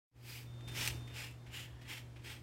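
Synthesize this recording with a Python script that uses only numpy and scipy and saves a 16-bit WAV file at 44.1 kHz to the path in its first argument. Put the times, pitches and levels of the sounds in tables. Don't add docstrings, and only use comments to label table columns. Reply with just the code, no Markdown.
import sys
import numpy as np
from scipy import signal
from scipy.fft import rfft, irfft
from scipy.io import wavfile

SR = 44100
rng = np.random.default_rng(int(sys.argv[2]) if len(sys.argv) > 2 else 0)


def inscribe(sig):
    pcm = np.round(np.clip(np.atleast_2d(sig).T, -1, 1) * 32767)
    wavfile.write(sys.argv[1], SR, pcm.astype(np.int16))


N = 106854

# pitch_hz, level_db
BRISTLE_TONE = [(150, -24), (400, -8), (680, -13.5), (870, -4.5), (1100, -11.5), (1450, -5.5), (1800, -1.5),
                (2500, 0.5), (3200, -1), (4000, -6.5), (5400, -8.5), (6300, -12), (8200, -12),
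                (10500, -16.5), (13000, -16.5), (16000, -21.5)]


def from_db(db):
    return 10 ** (np.asarray(db) / 20)


def unit_power(x):
    return x / np.sqrt(np.mean(x ** 2) + 1e-20)


def clock():
    return np.arange(N) / SR


def join_points(rows):
    times, *columns = np.transpose(rows)
    return [np.interp(clock(), times, column) for column in columns]


def shape_tone(x, points):
    hz, db = np.transpose(points)
    freqs = np.maximum(np.fft.rfftfreq(N, 1 / SR), 1)
    gain = from_db(np.interp(np.log(freqs), np.log(hz), db)) * (freqs > 20)
    return unit_power(irfft(rfft(x) * gain, N))


def drift(turns_per_s):
    points = rng.standard_normal(500)
    return np.interp(clock() * turns_per_s, np.arange(len(points)), points)


def resonate(x, hz, width_hz):
    r = np.exp(-np.pi * width_hz / SR)
    feed = np.array([1, 0, -1]) * (1 - r * r) / 2
    feedback = [1, -2 * r * np.cos(2 * np.pi * hz / SR), r * r]
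    return signal.lfilter(feed, feedback, x + 1e-18)


def tone_knobs(x, bass_db=0, treble_db=0, sizzle_db=0):
    bass_hz, treble_hz, sizzle_hz = 1280, 3900, 11000
    freqs = np.fft.rfftfreq(N, 1 / SR)
    bass = 1 / (1 + (freqs / bass_hz) ** 4)
    treble = 1 - 1 / (1 + (freqs / treble_hz) ** 4)
    sizzle = 1 - 1 / (1 + (freqs / sizzle_hz) ** 12)
    return irfft(rfft(x) * from_db(bass_db * bass + treble_db * treble + sizzle_db * sizzle), N)


def motor():
    # time_s, hum_db, air_db
    levels = [(.115, -83, -86.5), (.165, -58.5, -63.5), (.24, -51, -60), (.42, -49, -58), (.65, -45.5, -54),
              (.8, -44.5, -49), (.96, -43.5, -50.5), (1.12, -48.5, -54.5), (1.35, -50.5, -57.5),
              (1.9, -51, -57.5), (2.42, -50.5, -57.5)]
    # multiple (of hum_hz), level_db
    hum_tones = [(1, -2.5), (2, -20.5), (3, -36)]
    # pitch_hz, level_db
    air_tone = [(25, -16.5), (45, -9.5), (68, -2), (95, -7), (130, -12.5), (200, -19), (300, -16),
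                (450, -18.5), (700, -21.5), (1500, -27.5), (3000, -32), (7000, -38.5), (15000, -49)]
    # pitch_hz, width_hz, level_db
    air_rings = [(71, 15, -3), (160.4, 5.6, -10), (292.4, 16, -10.5), (347, 4, -12.5)]
    hum_hz, waver_db = 120, 0.4
    hum_db, air_db = join_points(levels)
    hum = 0
    for multiple, level_db in hum_tones:
        gain = from_db(level_db + waver_db * drift(12.32)) * np.sqrt(2)
        hum += gain * np.sin(2 * np.pi * (multiple * hum_hz * clock() + rng.random()))
    air = shape_tone(rng.standard_normal(N), air_tone)
    for pitch_hz, width_hz, level_db in air_rings:
        air += from_db(level_db) * unit_power(resonate(rng.standard_normal(N), pitch_hz, width_hz))
    started = clock() > levels[0][0]
    return (from_db(hum_db) * hum + from_db(air_db) * unit_power(air)) * started


def whistle():
    # time_s, level_db
    levels = [(.4, -102), (.47, -70.5), (.62, -68), (.69, -56), (.75, -59.5), (.9, -65.5), (1.04, -63.5),
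              (1.12, -64), (1.33, -86), (1.43, -77), (1.6, -97)]
    pitch_hz, waver_hz = 3604, 6.5
    level_db, = join_points(levels)
    cycles = np.cumsum(pitch_hz + waver_hz * drift(30)) / SR
    started = clock() > levels[0][0]
    return from_db(level_db) * np.sqrt(2) * np.sin(2 * np.pi * cycles) * started


def bathroom(x):
    low_fade_s, high_fade_s = 0.3, 0.36
    echo_db, delay_s, split_hz = -10, 0.004, 4000
    t = clock()[:SR // 2]
    noise = rng.standard_normal(len(t))
    low = signal.sosfilt(signal.butter(1, split_hz, fs=SR, output="sos"), noise)
    tail = low * from_db(-60 * t / low_fade_s) + (noise - low) * from_db(-60 * t / high_fade_s)
    tail *= t > delay_s
    return x + from_db(echo_db) * signal.fftconvolve(x, tail / np.linalg.norm(tail))[:N]


def pressure(start_s, length_s, rise_s, release_s):
    t = clock() - start_s
    press = (1 + np.tanh(t / (2 * rise_s))) / 2
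    let_go = (1 - np.tanh((t - length_s) / (2 * release_s))) / 2
    return press * let_go


def bristles():
    flicks_per_s, spread_db = 15000, 2
    sizes = from_db(spread_db * np.minimum(rng.exponential(1, N), 5))
    signs = rng.choice([-1, 1], N)
    flicking = rng.random(N) < flicks_per_s / SR
    return shape_tone(sizes * signs * flicking, BRISTLE_TONE)


def graze(rasp):
    # pitch_hz, width_hz, level_db
    rings = [(1770, 130, -70), (2920, 160, -77), (3270, 82, -75)]
    ringing = sum(from_db(db) * unit_power(resonate(rasp, hz, width_hz)) for hz, width_hz, db in rings)
    return ringing * pressure(start_s=1.64, length_s=0.21, rise_s=0.013, release_s=0.02)


def touches(rasp):
    # start_s, length_s, level_db, treble_db
    landings = [(0.676, 0.031, -53, 1), (0.714, 0.06, -56.5, 4), (1.074, 0.0096, -53, -3),
                (1.099, 0.079, -62.5, -5), (1.462, 0.03, -60, -5), (1.499, 0.034, -64.5, -14),
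                (1.814, 0.025, -57.5, -5.5), (1.85, 0.067, -59.5, -10), (2.16, 0.013, -56, -9),
                (2.192, .005, -59, -12)]
    sound = 0
    for start_s, length_s, level_db, treble_db in landings:
        scuff = unit_power(tone_knobs(rasp, treble_db=treble_db))
        sound += scuff * from_db(level_db) * pressure(start_s, length_s, rise_s=0.0012, release_s=0.0082)
    return sound


def snags():
    # start_s, level_db, decay_s, treble_db
    snaps = [(.540, -60, .001, 1), (.609, -51, 0.0015, -7), (0.685, -45.5, 0.0018, 18),
             (0.695, -56, .0015, 13), (0.7975, -43, .0015, -3), (.821, -43, 0.0014, 1),
             (.8425, -39, 0.002, 11), (0.852, -39.5, 0.0073, 7), (0.8615, -37, 0.0037, 4),
             (0.8758, -29, 0.0034, 8.5), (0.8847, -38, 0.0028, 10), (1.311, -53, .003, 6)]
    t = clock()
    burst = shape_tone(rng.standard_normal(N), BRISTLE_TONE)
    sound = 0
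    for start_s, level_db, decay_s, treble_db in snaps:
        fade = (t >= start_s) * np.exp(-np.abs(t - start_s) / decay_s)
        sound += from_db(level_db) * fade * unit_power(tone_knobs(burst, treble_db=treble_db))
    return sound


def strokes(rasp):
    # start_s, length_s, rise_s, release_s, level_db,
    # easing_db_per_s (below 0 it grows louder), bass_db, treble_db, sizzle_db,
    # hollow_gain, hollow_1_hz, hollow_2_hz, upper_1_hz, upper_2_hz
    sweeps = [(.288, 0.11, 0.03, 0.027, -48, 11, 0.22, 4.5, 6, 0.65, 2270, 2450, 4600, 4960),
              (0.751, 0.15, 0.0072, 0.013, -43, -18, 0.91, 3.5, 1, 0.35, 2540, 2930, 5420, 6300),
              (1.153, 0.12, 0.011, 0.023, -46, 11, 0, 0.5, 1, 0.67, 2350, 2700, 5070, 7370),
              (1.542, 0.083, 0.014, 0.024, -45, 10, 0.53, -1, 3, 0.99, 2840, 2950, 6960, 7330),
              (1.885, 0.11, 0.0082, 0.016, -47.5, 21, 0.17, 0, 2.5, 0.87, 2170, 3160, 5400, 7100),
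              (2.255, 0.1, 0.013, 0.021, -48, 23, 1, -0.5, 1.5, 0.65, 2330, 3250, 5060, 8260)]
    upper_gain = 1.3
    catch_db, catches_per_s = 1.5, 90
    sound = 0
    for (start_s, length_s, rise_s, release_s, level_db, easing_db_per_s,
         bass_db, treble_db, sizzle_db, hollow_gain, *rings_hz) in sweeps:
        hollow = sum(resonate(rasp, hz, width_hz=150) for hz in rings_hz[:2])
        upper = sum(resonate(rasp, hz, width_hz=120) for hz in rings_hz[2:])
        ringing_rasp = rasp + hollow_gain * hollow + upper_gain * upper
        tone = unit_power(tone_knobs(ringing_rasp, bass_db, treble_db, sizzle_db))
        eased_db = easing_db_per_s * np.clip(clock() - start_s, 0, length_s)
        sound += tone * from_db(level_db - eased_db) * pressure(start_s, length_s, rise_s, release_s)
    return sound * from_db(catch_db * drift(catches_per_s))


def scene():
    brush = strokes(bristles()) + touches(bristles()) + snags() + graze(bristles())
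    return (bathroom(brush) + motor() + whistle())[None]


def record(dry):
    cutoff_hz = 15850
    return signal.sosfilt(signal.ellip(12, .1, 80, cutoff_hz, fs=SR, output="sos"), dry)


dry = scene()
out = record(dry)
inscribe(out)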